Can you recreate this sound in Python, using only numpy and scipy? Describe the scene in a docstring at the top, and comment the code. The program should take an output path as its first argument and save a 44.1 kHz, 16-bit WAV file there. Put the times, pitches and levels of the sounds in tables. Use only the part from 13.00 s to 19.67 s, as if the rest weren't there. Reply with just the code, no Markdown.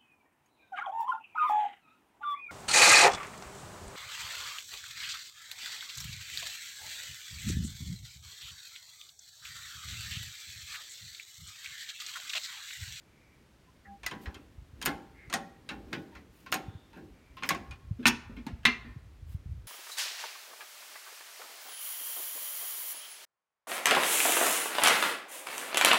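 """In a quiet yard, the gear levers of a parked tractor are shifted by hand, engine off. Each throw
scrapes by friction, clicks home by steel impact and excites the modes of the gearbox, which booms.
Then two sprung controls, probably pedals, snap back on their stops and shake the sheet metal.
The impacts echo faintly off the walls. Light wind puffs at the microphone, and soft hoots and
chirrs sound far off."""
import sys
import numpy as np
from scipy import signal
from scipy.fft import rfft, irfft, next_fast_len
from scipy.io import wavfile
from scipy.ndimage import uniform_filter1d

SR = 44100
rng = np.random.default_rng(int(sys.argv[2]) if len(sys.argv) > 2 else 0)


def generate_wav(sig):
    """Save sig (samples, or channels by samples) to the path in sys.argv[1] as 16-bit PCM at SR."""
    pcm = np.round(np.clip(np.atleast_2d(sig).T, -1, 1) * 32767).astype(np.int16)
    wavfile.write(sys.argv[1], SR, pcm)


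N = 294147
NOW = np.arange(N) / SR  # scene time, s
T = np.arange(SR // 2) / SR  # time since a blow, s

# Levels in the tables are relative; each source adds its own gain.
# Lever impacts. Each row: start in seconds, clack, tick and sparkle levels in dB, note in Hz,
# note level in dB re the clack.
LEVER_CONTACTS = [(1.0326, -27.5, -41.5, -60, 1430, -10), (1.0625, -21, -23, -41, 1605, -4.5),
                  (1.064, -20.5, -34, -32.5, 1987, 8), (1.111, -25.5, -40, -59, 1000, -6),
                  (1.257, -28.5, -61, -68, 1907, 0.5), (1.3437, -36, -41.5, -55, 3184, -1.5),
                  (1.815, -25.5, -31.5, -48, 1686, -3), (1.825, -26.5, -28.5, -39, 3150, 2.5),
                  (1.8527, -25.5, -34.5, -30, 2540, -19), (1.8587, -16.5, -19.5, -18, 1660, -16),
                  (1.8641, -13, -30, -38, 1427, -3), (2.299, -30.5, -37, -61, 1350, -3),
                  (2.3275, -18.5, -26.5, -44.5, 1130, -3.5), (2.338, -16, -18, -30.5, 1883, 3.5),
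                  (2.6899, -21, -35.5, -74, 3820, -4.5), (2.7162, -43, -67, -78, 1424, 11),
                  (2.9296, -18, -34, -49, 1530, -9), (3.1213, -47, -70, -72.5, 927, 6),
                  (3.1516, -33, -52, -63, 1387, -3), (3.4622, -30.5, -55, -57, 1520, -3),
                  (3.5185, -34, -31.5, -33, 3740, -10), (3.525, -10, -20.5, -26.5, 2766, -3),
                  (3.5416, -32, -22, -26, 1065, 9), (3.931, -40.5, -62, -69, 906, 1.5),
                  (3.9716, -46, -67, -63, 1413, 3.5), (4.3685, -33, -64, -57, 1054, 3),
                  (4.4232, -27, -60, -70, 1062, 4), (4.4334, -16.5, -32.5, -55.5, 2450, -1.5),
                  (4.4901, -13, -16.5, -24, 2005, 0.5), (4.506, -14, -32.5, -37, 1093, 6.5),
                  (4.5468, -25, -37, -52, 1092, 6), (4.7093, -33.5, -42.5, -62, 2456, 5),
                  (5.028, -35.5, -59, -67, 1640, -3), (5.3654, -37, -60, -64, 2160, -1),
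                  (5.4655, -29.5, -40, -49.5, 903, 3.5), (5.632, -40, -58, -72.5, 1700, -9)]
# Gears going home. Each row: time in seconds, boom and case levels in dB, boom and case notes in Hz.
GEAR_CLUNKS = [(1.124, -38.5, -39.5, 208, 988), (1.275, -44.5, -46.5, 198, 992),
               (1.355, -50, -61, 396, 754), (1.871, -30.5, -28.5, 283.7, 837), (2.345, -35, -29, 218, 772),
               (2.714, -38.5, -41, 318, 830), (2.935, -33, -40, 312, 1476), (3.164, -48.5, -58, 183.4, 740),
               (3.544, -34.5, -32.5, 308, 752.5), (3.974, -42.5, -52.5, 356, 740),
               (4.433, -41.5, -40, 203, 953), (4.511, -35.5, -32.5, 169, 708)]
# Pedal blows and bounces. Each row: start in seconds, clang level in dB, tick level in dB.
FIRST_PEDAL_BLOWS = [(5.0559, -7, -26.5), (5.0674, -18, -18), (5.0767, -25, -18.5)]
SECOND_PEDAL_BLOWS = [(5.6531, -13.5, -27)]
# Jolts of the sheet metal. 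Each row: start in seconds, drumming level in dB, linkage level in dB.
PANEL_JOLTS = [(4.994, -31.5, -52.5), (5.065, -20, -44), (5.301, -38, -58.5), (5.372, -36.5, -58),
               (5.472, -29.5, -44.5), (5.656, -27, -43.5), (5.852, -43, -46.5)]
# Swishes of a sleeve. Each row: start in seconds, length in seconds, level in dB.
SLEEVE_SWISHES = [(1.188, .09, -63), (3.287, 0.21, -68.5), (4.437, 0.063, -56.5), (6.254, .13, -65)]
# Air and fingers thumping the microphone. Each row: start in seconds, level in dB, frequency in Hz.
MIC_PUFFS = [(1.274, -28, 66), (1.582, -36.5, 65.5), (1.621, -38, 65.6), (1.734, -37.5, 73),
             (2.278, -40, 88), (3.683, -29, 97), (3.752, -33, 90), (4.909, -22, 98.4), (5.532, -29, 67),
             (5.963, -33, 73.16), (6.223, -36.5, 72.6), (6.347, -24.5, 82), (6.46, -29, 78)]
# Course of the wind rumble. Each row: time in seconds, level in dB.
WIND_LEVELS = [(0.0, -99), (0.82, -72), (1.84, -55), (2.23, -63.5), (4.2, -67.5), (4.66, -55.5),
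               (5.35, -52), (5.5, -61), (5.91, -52), (6.2, -56.5), (6.5, -44), (6.67, -49)]
# Distant calls. Each row: start in seconds, length in seconds, frequency in Hz, level in dB.
FAR_HOOTS = [(0.668, 0.045, 1020, -61), (0.84, 0.16, 797, -47), (0.835, 0.16, 202, -51.5),
             (0.854, 0.066, 1675, -59.5)]
FAR_CHIRRS = [(0, 0.48, 2350, -70.5), (0.844, 0.042, 1920, -54.5), (2.133, 0.19, 2165, -57.5),
              (3.41, 0.61, 3640, -70), (4.082, 0.34, 2380, -71.5)]

# Pedal modes. Each row: frequency in Hz, level in dB.
FIRST_PEDAL_MODES = [(936.7, -45), (1141, -50), (1330, -48.5), (1491, -40), (1798, -39.5), (1857, -44),
                     (2207, -45.5), (2385, -39), (2606, -35), (2799, -42.5), (3548, -49), (3682, -53),
                     (3973, -42.5), (4269, -49.5), (4355, -55)]
SECOND_PEDAL_MODES = [(1028, -51), (1157, -56.5), (1475, -60.5), (1583, -47), (1744, -47), (1960, -43),
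                      (2083, -55.5), (2132, -44), (2579, -43.5), (3009, -44.5), (3289, -45.5), (3510, -46),
                      (3677, -45.5), (3736, -47.5), (3871, -44.5), (4075, -56.5)]
# Modes of the other parts. Each row: frequency in Hz, level in dB, 60 dB decay time (t60) in seconds.
LINKAGE_MODES = [(1063, -3, 0.16), (1428, 1.5, 0.077), (1610, 0, 0.067), (1788, -5, 0.12),
                 (2103, -0.5, 0.032), (2560, -6, 0.092), (2697, -8.5, 0.15), (3116, -2.5, 0.046),
                 (3500, -11, 0.044), (4060, -1, 0.056), (4800, -14, 0.048)]
STEEL_TICK_MODES = [(4630, -8.5, .07), (5380, -15, 0.2), (6080, -8.5, 0.1), (6730, 4.5, 0.051),
                    (6700, 2, 0.055), (8580, -9, 0.094)]
GEARBOX_MODES = [(565, -3.5, 0.45), (674, -7, 0.41), (749.5, -8.5, 0.48), (783, -15, 0.36), (790, 4, 0.53),
                 (858, 1.5, 0.27), (908, -10, 0.65), (973, -26.5, 0.75), (1087, -1.5, 0.33),
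                 (1367, -9, 0.51), (1510, 2, 0.19)]
PANEL_MODES = [(167.4, -12, 0.14), (221.2, -8, 0.38), (240.9, 3, 0.25), (255.4, -3.5, 0.2), (284, -7, 0.14)]

# Spectra of the impacts. Each row: frequency in Hz, spectral density in dB.
CLACK_SPECTRUM = [(100, -27), (400, -11.5), (800, -2), (1300, 2), (2600, 0), (4000, -8), (6000, -17),
                  (10000, -42), (16000, -34.5)]
CRACK_SPECTRUM = [(400, -29.5), (1200, -5.5), (2500, 8.5), (4200, -12), (7000, -16.5), (16000, -50)]
TICK_SPECTRUM = [(1500, -29.5), (3500, 5), (5000, 3), (6900, -2), (7600, -6), (9400, -2.5), (10500, -13.5),
                 (16000, -30)]
SPARKLE_SPECTRUM = [(5000, -27.5), (9000, 6.5), (10400, -8.5), (11800, 8), (13200, -1), (14800, 1.5),
                    (16500, -12.5)]
BOOM_SPECTRUM = [(40, -32.5), (110, -7.5), (170, -1), (290, 1), (400, -4.5), (600, -14.5), (1500, -50)]
CASE_SPECTRUM = [(200, -8), (450, 1), (620, 3), (800, 7), (1100, -4.5), (1600, 11), (2600, -7), (5000, -34),
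                 (12000, -44.5)]
CLANG_SPECTRUM = [(100, -10), (300, -13.5), (520, -21), (800, -7.5), (1100, 0.5), (1800, 5), (2700, -0.5),
                  (3900, -13.5), (5500, -14), (9000, -44), (16000, -47.5)]
# Spectra of the sustained noises. Each row: frequency in Hz, spectral density in dB.
SCRAPE_SPECTRUM = [(300, -17), (800, 4), (1500, 1.5), (2700, -2.5), (5000, -10), (9000, -20.5),
                   (12000, -30)]
SLEEVE_SPECTRUM = [(3000, 1.5), (7000, -3), (10500, -2.5), (13000, 1), (16000, -4)]
WIND_SPECTRUM = [(15, -30), (30, -13.5), (50, 1), (75, -1), (120, -8.5), (200, -27.5), (500, -63.5),
                 (2000, -78.5)]
YARD_SPECTRUM = [(15, -29.5), (30, -2.5), (66, -3.5), (130, -6), (270, -9.5), (450, -14.5), (800, -20),
                 (1900, -22), (2800, -25), (7000, -32.5), (14800, -42), (16000, -45)]
# Reverberation of the yard. Each row: frequency in Hz, t60 in seconds.
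YARD_DECAY = [(150, 0.88), (1000, 0.84), (2500, 0.49), (6000, 0.42), (14000, 0.18)]


def levers(firm_db=-21, firm_rise_s=0.0006, soften_per_db=0.22):
    """Impact excitation: steel on steel ticks and rings the linkage; the spot struck sets one note."""
    out = np.zeros(N)
    for s, clack_db, tick_db, sparkle_db, note_hz, note_db in LEVER_CONTACTS:
        rise = firm_rise_s * np.exp(soften_per_db * (firm_db - clack_db))  # weaker blow, longer contact
        clack = burst(CLACK_SPECTRUM, t60=0.15, rise=rise)  # damped quickly by the hand
        clack += amp(-4) * burst(CRACK_SPECTRUM, t60=0.011, rise=rise)
        rods = amp(-4.5) * ring(LINKAGE_MODES, rise=rise, scatter_db=4, detune=0.008)
        note = amp(note_db) * ring([(note_hz, 0, 0.057)], rise=rise)
        tick = burst(TICK_SPECTRUM, t60=0.022, rise=0.00043)
        tick += amp(-7) * burst(TICK_SPECTRUM, t60=0.12, rise=0.0019)
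        tick += amp(-7) * ring(STEEL_TICK_MODES, rise=0.0011, scatter_db=4, detune=0.023)
        sparkle = burst(SPARKLE_SPECTRUM, t60=0.018, rise=0.0004)
        sparkle += amp(-16) * burst(SPARKLE_SPECTRUM, t60=0.12, rise=0.001)
        body = amp(clack_db - 18) * (clack + rods + note + rattle())
        add(out, s, body + amp(tick_db - 13.5) * tick + amp(sparkle_db - 10) * sparkle)
    return out


def rattle(first_db=-14, loss_db=7, mean_gap_s=0.014):
    """Inelastic rebound: a loose joint bounces twice after a blow, losing energy each time."""
    out, at = np.zeros(len(T)), 0
    click = burst(CRACK_SPECTRUM, t60=0.01, rise=0.0003, ripple_db=11.5)
    for bounce in range(2):
        at += mean_gap_s * (0.5 + rng.random())
        add(out, at, amp(first_db - loss_db * bounce) * click)
    return out


def gearbox():
    """Structural resonance: the shift fork drives a gear home; the cast case swells and rings on."""
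    out = np.zeros(N)
    for s, boom_db, case_db, boom_hz, case_hz in GEAR_CLUNKS:
        boom = burst(BOOM_SPECTRUM, t60=0.56, rise=0.0076, ripple_db=-0.5)
        boom += amp(-5) * ring([(boom_hz, 0, 0.32)], rise=0.0077)
        case = burst(CASE_SPECTRUM, t60=0.23, rise=0.0028)
        case += amp(-4) * ring(GEARBOX_MODES, rise=0.0075)
        case += amp(-9) * ring([(case_hz, 0, 0.38)], rise=0.008)
        add(out, s - 0.01, amp(boom_db - 5) * boom + amp(case_db - 5.5) * case)
    return out


def pedal(blows, modes, clang_t60, t60_at_2khz, ring_db, clang_gain_db):
    """Damped free vibration: a sprung pedal slams on its stop and clangs; higher modes die sooner."""
    out = np.zeros(N)
    damped_modes = [(hz, db, t60_at_2khz * (2000 / hz) ** 0.5) for hz, db in modes]
    for s, clang_db, tick_db in blows:
        clang = burst(CLANG_SPECTRUM, t60=clang_t60, rise=0.0007, ripple_db=7.5)
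        clang += amp(ring_db) * ring(damped_modes, rise=0.00087, detune=0.0014)
        crack = amp(-3) * burst(CRACK_SPECTRUM, t60=0.0091, rise=0.00045, ripple_db=13)
        tick = burst(TICK_SPECTRUM, t60=0.06, rise=0.0013)
        tick += amp(-10.5) * burst(SPARKLE_SPECTRUM, t60=0.066, rise=0.0006)
        add(out, s - 0.0007, amp(clang_db + clang_gain_db) * (clang + crack) + amp(tick_db - 5) * tick)
    return out


def panels():
    """Plate vibration: sheet metal drums when a pedal jolts it, and the linkage rings faintly along."""
    out = np.zeros(N)
    for s, drum_db, linkage_db in PANEL_JOLTS:
        drum = amp(-4.5) * ring(PANEL_MODES, rise=0.0015)
        drum += amp(-12.5) * burst(BOOM_SPECTRUM, t60=0.32, rise=0.012, ripple_db=5.5)
        linkage = burst(CLACK_SPECTRUM, t60=0.53, rise=0.005, ripple_db=6)
        add(out, s - 0.005, amp(drum_db) * drum + amp(linkage_db - 10) * linkage)
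    return out


def handling():
    """Friction noise: rods scrape, a sleeve rustles and the frame grumbles, all following the push."""
    force = push()
    grit = unit(amp(1.3 * noise([(60, -1), (200, -13), (600, -61.5)])))  # fast flutter of the level
    swishes = sum(amp(db) * swell(s, length) ** 2 for s, length, db in SLEEVE_SWISHES)
    # Each gain has a faint floor that remains between the throws.
    scrape_gain = amp(-78.5) + amp(-29.5) * force
    sleeve_gain = amp(-83) + amp(-41) * force + swishes
    frame_gain = amp(-74) * lumps(depth_db=1.5) + amp(-16) * force
    rubbing = scrape_gain * noise(SCRAPE_SPECTRUM) + sleeve_gain * noise(SLEEVE_SPECTRUM)
    return grit * rubbing + frame_gain * noise(BOOM_SPECTRUM)


def push(mount_db_per_s=189, ease_db_per_s=81):
    """Driving force: the hand's push mounts exponentially until a gear goes home, then eases off."""
    return sum(amp(db - np.maximum(mount_db_per_s * (s - NOW), ease_db_per_s * (NOW - s)))
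               for s, db, *_ in GEAR_CLUNKS)


def echo(x):
    """Reverberation: house walls and the tractor's hollow body answer; treble is absorbed first."""
    hz, t, spectra = signal.stft(rng.standard_normal(len(T)), SR, nperseg=256)
    decay = amp(-60 * t / along(YARD_DECAY, hz)[:, None])
    tail = signal.istft(spectra * decay, SR, nperseg=256)[1][:len(T)]
    tail *= 1 - np.exp(-T / 0.036)
    return signal.fftconvolve(x, tail / np.linalg.norm(tail))[:N]


def wind():
    """Pressure fluctuation at the microphone: an uneven low rumble with single soft thumps."""
    times, levels_db = np.transpose(WIND_LEVELS)
    out = amp(np.interp(NOW, times, levels_db) + 4.5) * lumps(depth_db=4) * noise(WIND_SPECTRUM)
    soft_onset = 1 - np.exp(-T / 0.0025)
    for s, db, hz in MIC_PUFFS:
        thump = ring([(hz, 0, 0.055), (hz * 1.64, -4, 0.04), (hz * 1.1, -5, 0.06)], rise=0.0066)
        add(out, s - 0.002, amp(db - 4) * thump * soft_onset)
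    return out


def hoots():
    """Pure tones under smooth envelopes: short, soft notes, probably from a far bird."""
    return sum(amp(db) * swell(s, length) ** 2 * np.sin(2 * np.pi * hz * NOW)
               for s, length, hz, db in FAR_HOOTS)


def yard():
    """Ambient noise: a steady broadband hush with faint narrowband chirrs."""
    out = amp(-63) * noise(YARD_SPECTRUM)
    for s, length, hz, db in FAR_CHIRRS:
        band = [(hz * 0.3, -50), (hz * 0.92, -9), (hz, 0), (hz * 1.01, -10), (hz * 2, -60)]
        out += amp(db) * swell(s, length) * noise(band)
    return out


def ring(modes, rise, scatter_db=2, detune=0):
    """Modal superposition: damped sines, new in strength at each blow; detune mimics a changing load."""
    out = np.zeros(len(T))
    for hz, db, t60 in modes:
        pitch = hz * (1 + detune * rng.normal())
        envelope = amp(db + scatter_db * rng.normal() - 60 * T / t60)
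        out += envelope * np.sin(2 * np.pi * (pitch * T + rng.random()))
    return crest(out * (1 - np.exp(-T / rise)))


def burst(spectrum, t60, rise, ripple_db=4):
    """Modal overlap: crowded modes merge into noise that builds and decays (rise, t60 in seconds)."""
    envelope = amp(-60 * T / t60) * (1 - np.exp(-T / rise))
    return crest(noise(spectrum, size=len(T), ripple_db=ripple_db) * envelope)


def noise(spectrum, size=N, ripple_db=0, ripple_hz=140):
    """Spectral shaping: noise of rms 1; ripple gathers it into chance resonances about ripple_hz wide."""
    m = next_fast_len(size)
    hz = np.fft.rfftfreq(m, 1 / SR)
    knots = rng.standard_normal(1024)
    ripple = np.interp(hz / ripple_hz, np.arange(len(knots)), knots)
    gain = amp(along(spectrum, hz) + ripple_db * ripple)
    return unit(irfft(rfft(rng.standard_normal(m)) * gain, m)[:size])


def lumps(depth_db):
    """Random amplitude modulation: a gain of rms 1 that swells a few times a second."""
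    return unit(amp(depth_db * noise([(6, 0), (12, -10), (30, -70)])))


def swell(s, length):
    """Half-sine envelope: one smooth rise and fall."""
    return np.sin(np.pi * np.clip((NOW - s) / length, 0, 1))


def along(points, hz):
    """Interpolation of (Hz, value) points on a logarithmic frequency axis."""
    f, v = np.transpose(points)
    return np.interp(np.log(hz + 1), np.log(f + 1), v)


def amp(db):
    """Amplitude ratio of a level in decibels."""
    return 10 ** (np.asarray(db) / 20)


def unit(x):
    """Normalisation to rms 1."""
    return x / np.sqrt(np.mean(x ** 2) + 1e-20)


def crest(x):
    """Normalisation of the loudest few milliseconds to rms 1."""
    return x / np.sqrt(uniform_filter1d(x * x, 256, mode="constant").max())


def add(track, s, sound):
    """Superposition of a sound on a track, starting at s seconds."""
    part = track[max(round(s * SR), 0):][:len(sound)]
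    part += sound[:len(part)]


def scene():
    """Linear superposition: all sources sum at one microphone; levers and pedals also reverberate."""
    first_pedal = pedal(FIRST_PEDAL_BLOWS, FIRST_PEDAL_MODES,
                        clang_t60=0.19, t60_at_2khz=0.12, ring_db=0.5, clang_gain_db=-13)
    second_pedal = pedal(SECOND_PEDAL_BLOWS, SECOND_PEDAL_MODES,
                         clang_t60=0.23, t60_at_2khz=0.11, ring_db=3, clang_gain_db=-7)
    impacts = levers() + first_pedal + second_pedal
    tractor = impacts + amp(-24.5) * echo(impacts) + gearbox() + panels() + handling()
    return (tractor + hoots() + wind() + yard())[None]


def record(dry):
    """Band limiting: the microphone drops the deepest bass, and the recorder the highest treble."""
    m = next_fast_len(N + SR // 2)
    hz = np.fft.rfftfreq(m, 1 / SR)
    low_cut = amp(along([(15, -35), (25, -16), (35, -6), (48, 0)], hz))
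    high_cut = hz < 16200
    return irfft(rfft(dry, m) * low_cut * high_cut, m)[..., :N]


dry = scene()
out = record(dry)
generate_wav(out)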